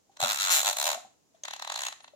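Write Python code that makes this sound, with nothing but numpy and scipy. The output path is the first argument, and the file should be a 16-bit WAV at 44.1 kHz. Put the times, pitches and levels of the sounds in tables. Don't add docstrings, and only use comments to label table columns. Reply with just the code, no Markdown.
import sys
import numpy as np
from scipy import signal
from scipy.fft import rfft, irfft
from scipy.io import wavfile
from scipy.ndimage import uniform_filter1d

SR = 44100
rng = np.random.default_rng(int(sys.argv[2]) if len(sys.argv) > 2 else 0)


def store_wav(level_fs):
    pcm = np.round(np.clip(np.atleast_2d(level_fs), -1, 1) * 32767)
    wavfile.write(sys.argv[1], SR, pcm.T.astype(np.int16))


N = 94815
T, HZ = np.arange(N) / SR, np.fft.rfftfreq(N, 1 / SR)
DOOR_TOP_HZ, TREBLE_HZ, SNAP_S = 1190, 7570, 0.0034


# t/s, teeth passed
DIAL_POSITION = [(.204, 0), (.2281, 2), (.2475, 4), (.2721, 6), (.3201, 11), (.3316, 12), (.3884, 16),
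                 (.4004, 17), (.4508, 22), (.4947, 26), (.5037, 27), (.5316, 32), (.5703, 38), (.5936, 41),
                 (.6158, 43), (.6478, 45), (.6601, 46), (.6985, 50), (.7118, 51), (.7304, 52), (.7703, 53),
                 (.7868, 54), (.8563, 59), (.8672, 60), (.871, 61), (.8781, 62), (.9031, 64), (.9307, 66),
                 (.9467, 67)]
# t/s, tooth force level/dB, door-band gain/dB, treble gain/dB
FAST_EFFORT = [(0.199, -30, 8.5, -0.5), (0.237, -22, -4, -4), (.265, -26.5, -1, -3.5), (0.309, -23, -6, -1),
               (.365, -29.5, -13, -0.5), (0.418, -23, -15.5, -1), (0.491, -23.5, -5.5, -4.5),
               (0.521, -20, -12.5, 4), (0.591, -21.5, -7, 1.5), (.63, -28, -0.5, 2.5),
               (0.677, -20.5, -1, 0), (0.736, -29.5, 1, 2.5), (.785, -25, 1.5, 2), (.872, -24, 3, 1.5),
               (.925, -25.5, 3.5, -3), (0.948, -32, 10.5, -2)]
# f/Hz, relative level/dB
FAST_SPECTRUM = [(370, -51.5), (498, -13.5), (593, 0), (766, 0), (960, -0.5), (1340, -5.5), (1790, -5.5),
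                 (2940, -5.5), (4040, 0.5), (4750, -10.5), (6000, -4.5), (7080, 0.5), (8440, -10),
                 (10700, -13), (15000, -12), (16000, -34.5)]
# f/Hz, relative level/dB, T60/s
DIAL_MODES = [(2680, 5, 0.1), (3580, 0.5, 0.07), (4036, 11, 0.081), (4220, -7, 0.12), (4184, -11, 0.11),
              (6650, -0.5, 0.17), (6927, -15.5, 0.082)]
# f/Hz, relative level/dB, T60/s
KNOB_MODES = [(1354, 0, 0.016)]
# t/s, gain/dB
KNOB_GAIN = [(.47, -9.5), (.8, -22)]

def whirr():
    position_s, teeth = np.transpose(DIAL_POSITION)
    times = np.interp(np.arange(teeth[-1] + 1), teeth, position_s)
    effort_s, force_db, low_db, treble_db = np.transpose(FAST_EFFORT)
    levels_db = np.interp(times, effort_s, force_db)
    drive = scrapes(times, levels_db, rise_s=0.0036, fall_s=0.0048)
    rasp = amp(-1) * coloured(drive, FAST_SPECTRUM)
    dial = amp(-16) * ring(drive, DIAL_MODES)
    steel = shelved(rasp + dial + door(times, levels_db + 5), effort_s, low_db, treble_db)
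    grip_gain = amp(np.interp(T, *np.transpose(KNOB_GAIN)))
    knob = grip_gain * band(ring(drive, KNOB_MODES), DOOR_TOP_HZ, "high")
    return steel + knob + body(times, levels_db)


# t/s, force level/dB
SLOW_TEETH = [(0.1718, -45.5), (1.4538, -32), (1.4836, -32.5), (1.5103, -35.5), (1.5368, -30.5),
              (1.565, -38.5), (1.5982, -37), (1.624, -31), (1.6492, -35.5), (1.6763, -32.5), (1.7008, -30),
              (1.7229, -29), (1.743, -32.5), (1.7603, -29.5), (1.7772, -33.5), (1.7925, -29.5),
              (1.808, -32.5), (1.8203, -30.5), (1.8361, -28.5), (1.8525, -31.5), (1.8678, -28),
              (1.8857, -33.5), (1.9269, -37.5), (2.007, -47), (2.0458, -45), (2.0818, -47)]
# f/Hz, relative level/dB
SLOW_SPECTRUM = [(350, -57.5), (603, -4.5), (960, -1), (1500, -5.5), (1970, -2.5), (2240, -10), (3980, -3),
                 (4750, -11), (6750, -3.5), (8710, -19.5), (16000, -33.5)]
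# t/s, door-band gain/dB, treble gain/dB
SLOW_TIMBRE = [(1.45, -2.5, 2.5), (1.71, 4, 2.5), (1.81, -3.5, 8), (1.88, 0, 10), (2.01, 0.5, -22)]

def clicks(snap_hz=5500):
    times, levels_db = np.transpose(SLOW_TEETH)
    ride = band(scrapes(times, levels_db, rise_s=0.0052, fall_s=0.0058), snap_hz, "low")
    snap = band(scrapes(times, levels_db, SNAP_S, SNAP_S), snap_hz, "high")
    drive = ride + snap
    rasp = amp(-1.5) * coloured(drive, SLOW_SPECTRUM)
    dial = amp(-13.5) * ring(drive, DIAL_MODES)
    steel = shelved(rasp + dial + door(times, levels_db + 2.5), *np.transpose(SLOW_TIMBRE))
    return steel + body(times, levels_db)


def scrapes(times, levels_db, rise_s, fall_s, likeness=0.75, size=1024):
    envelope = burst(size / 2 / SR, rise_s, fall_s)[:size]
    force = np.zeros((2, N + size))
    grain = noise(size)
    for s, db in zip(times, levels_db):
        grain = likeness * grain + np.sqrt(1 - likeness ** 2) * noise(size)
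        rattle = grain
        for _ in range(3):
            phase = np.angle(rfft(rattle * envelope))
            rattle = irfft(np.exp(1j * phase))
        start = round(s * SR) - size // 2
        force[:, start:start + size] += amp(db) * np.linalg.norm(envelope) * rattle
    return force[:, :N]


# f/Hz, relative level/dB, T60/s
DOOR_MODES = [(580.5, 3, 0.11), (757, 15.5, 0.057), (875, 2.5, 0.027), (1130, 5.5, 0.18)]

def door(times, levels_db, early_s=0.002465, lowest_hz=480):
    return band(ring(impulses(times - early_s, levels_db), DOOR_MODES), lowest_hz, "high")


# f/Hz, relative level/dB, T60/s
BODY_MODES = [(176, 3, 0.1), (208.5, 9, 0.047)]

def body(times, levels_db, coupling_db=-20, lowest_hz=100):
    return band(ring(impulses(times, levels_db + coupling_db), BODY_MODES), lowest_hz, "high")


# t/s, level/dB, f/Hz, T60/s
PAWL_PINGS = [(1.4358, -27.5, 6360, 0.014), (1.756, -32.5, 4250, 0.042)]

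def pawl(rise_s=0.0007, crack_db=-11, lowest_hz=2000):
    envelope = sum(amp(db + crack_db) * burst(s + rise_s, rise_s, SNAP_S) for s, db, _, _ in PAWL_PINGS)
    crack = band(coloured(noise() * envelope, SLOW_SPECTRUM), lowest_hz, "high")
    return crack + sum(damped_tone(*ping, rise_s) for ping in PAWL_PINGS)


# t/s, level/dB, f/Hz
DOOR_KNOCKS = [(.095, -61, 790), (.2255, -28.5, 768), (.237, -32, 591), (.953, -38.5, 688),
               (.974, -40, 717), (1.048, -48.5, 756), (1.345, -60, 657), (1.435, -54, 600),
               (2.135, -53.5, 590)]
# t/s, level/dB, f/Hz
BODY_THUMPS = [(.225, -34.5, 136), (.245, -40.5, 228.7), (0.959, -56.5, 235), (1.047, -59, 220)]

def handling():
    knocks = sum(damped_tone(*knock, t60=0.059, rise_s=0.001) for knock in DOOR_KNOCKS)
    thumps = sum(damped_tone(*thump, t60=0.11, rise_s=0.008) for thump in BODY_THUMPS)
    return np.array([amp(9) * knocks + thumps, np.zeros(N)])


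GRIP_TIMES = [0.12, 1.35]

def fingers():
    envelope = sum(burst(s, rise_s=0.0081, fall_s=0.055) for s in GRIP_TIMES)
    return amp(-70) * coloured(noise() * envelope, SLOW_SPECTRUM)


# f/Hz, relative level/dB
SLIP_SPECTRUM = [(8000, -31), (9500, -3), (10200, -17), (14000, -35)]

def slip():
    envelope = burst(peak_s=2.038, rise_s=0.013, fall_s=0.01)
    return amp(-62) * coloured(noise() * envelope, SLIP_SPECTRUM)


def flicker(x, depth_db=1.66, patch_cells=7):
    spectra = signal.stft(x, nperseg=256)[2]
    patches = rng.standard_normal(spectra.shape[1:])
    for axis in (0, 1):
        patches = uniform_filter1d(patches, patch_cells, axis)
    return signal.istft(spectra * amp(depth_db * unit_rms(patches)), nperseg=256)[1][:, :N]


# f/Hz, coherence
EAR_COHERENCE = [(700, 0.9), (1500, 0.78), (5000, 0.01)]
# f/Hz, left minus right/dB
EAR_BALANCE = [(330, -10.5), (500, 7.5), (800, -2), (1800, 0), (2800, 2), (6500, -0.5), (11000, 2.5)]
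# f/Hz, lead of the left/rad
EAR_PHASE = [(170, 0), (550, -1.6), (800, .4), (1200, 1.7), (2000, 2.8), (4000, 5.6), (8000, 11.5),
             (16000, 22)]

def ears(pair):
    left, unrelated = rfft(pair)
    coherence = at_frequency(EAR_COHERENCE, HZ)
    side_db = at_frequency(EAR_BALANCE, HZ) / 2
    right = coherence * left + np.sqrt(1 - coherence ** 2) * unrelated
    right *= np.exp(-1j * at_frequency(EAR_PHASE, HZ))
    return irfft([left * amp(side_db), right * amp(-side_db)], N)


# f/Hz, T60/s
ROOM_DECAY = [(200, 0.42), (800, 0.34), (8000, 0.36), (15000, 0.22)]

def room(x, onset_s=0.0061):
    t = T[:SR * 3 // 4]
    reflections = noise(len(t)) * (1 - np.exp(-(t / onset_s) ** 2))
    hz, frame_s, spectra = signal.stft(reflections, SR, nperseg=256)
    decay = amp(-60 * frame_s / at_frequency(ROOM_DECAY, hz)[:, None])
    tail = signal.istft(spectra * decay, SR, nperseg=256)[1]
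    return signal.fftconvolve(x, tail / np.linalg.norm(tail[0]), axes=1)[:, :N]


# f/Hz, relative level/dB
HISS_SPECTRUM = [(30, -16), (100, -2), (330, -0.5), (700, -5), (1600, -17), (4500, -15.5), (7000, -9),
                 (8300, -19.5), (16000, -25.5)]

def hiss():
    return amp(-70) * coloured(noise(), HISS_SPECTRUM)


def ring(x, modes):
    t = T[:SR // 8]
    response = sum(amp(db - 60 * t / t60) * np.cos(2 * np.pi * hz * t) for hz, db, t60 in modes)
    return signal.oaconvolve(x, response[None] / np.linalg.norm(response), axes=1)[:, :N]


def damped_tone(start_s, db, hz, t60, rise_s):
    t = np.maximum(T - start_s, 0)
    envelope = amp(db - np.minimum(60 * t / t60, 200)) * (1 - np.exp(-t / rise_s))
    return envelope * np.sin(2 * np.pi * hz * t)


def impulses(times, levels_db):
    train = np.zeros((2, N))
    train[0, np.round(times * SR).astype(int).clip(0, N - 1)] = amp(levels_db)
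    return train


def burst(peak_s, rise_s, fall_s, squareness=1.41):
    distance = np.maximum((peak_s - T) / rise_s, (T - peak_s) / fall_s)
    return np.exp(-distance.clip(0, 20) ** squareness)


def shelved(x, times, low_db, treble_db):
    x = x + (amp(np.interp(T, times, low_db)) - 1) * band(x, DOOR_TOP_HZ, "low")
    return x + (amp(np.interp(T, times, treble_db)) - 1) * band(x, TREBLE_HZ, "high")


def coloured(x, spectrum):
    return irfft(rfft(x) * unit_rms(amp(at_frequency(spectrum, HZ))), N)


def band(x, hz, kind):
    return signal.sosfiltfilt(signal.butter(3, hz, kind, fs=SR, output="sos"), x)


def noise(size=N):
    return rng.standard_normal((2, size))


def at_frequency(table, hz):
    f, value = np.transpose(table)
    return np.interp(np.log(hz + 1), np.log(f + 1), value)


def unit_rms(x):
    return x / np.sqrt(np.mean(x ** 2) + 1e-20)


def amp(db):
    return 10 ** (np.asarray(db) / 20)


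def scene():
    safe = ears(flicker(whirr() + clicks()) + handling() + fingers() + slip())
    ping = amp(6) * pawl()
    background = hiss()
    reverberation = amp(-10.5) * room(safe + amp(-7) * ping)
    return safe + ping + reverberation + background


def record(dry, cutoff_hz=16300):
    taps = signal.firwin(511, cutoff_hz, window=("kaiser", 9), fs=SR)
    return signal.oaconvolve(dry, taps[None], "same")


dry = scene()
out = record(dry)
store_wav(out)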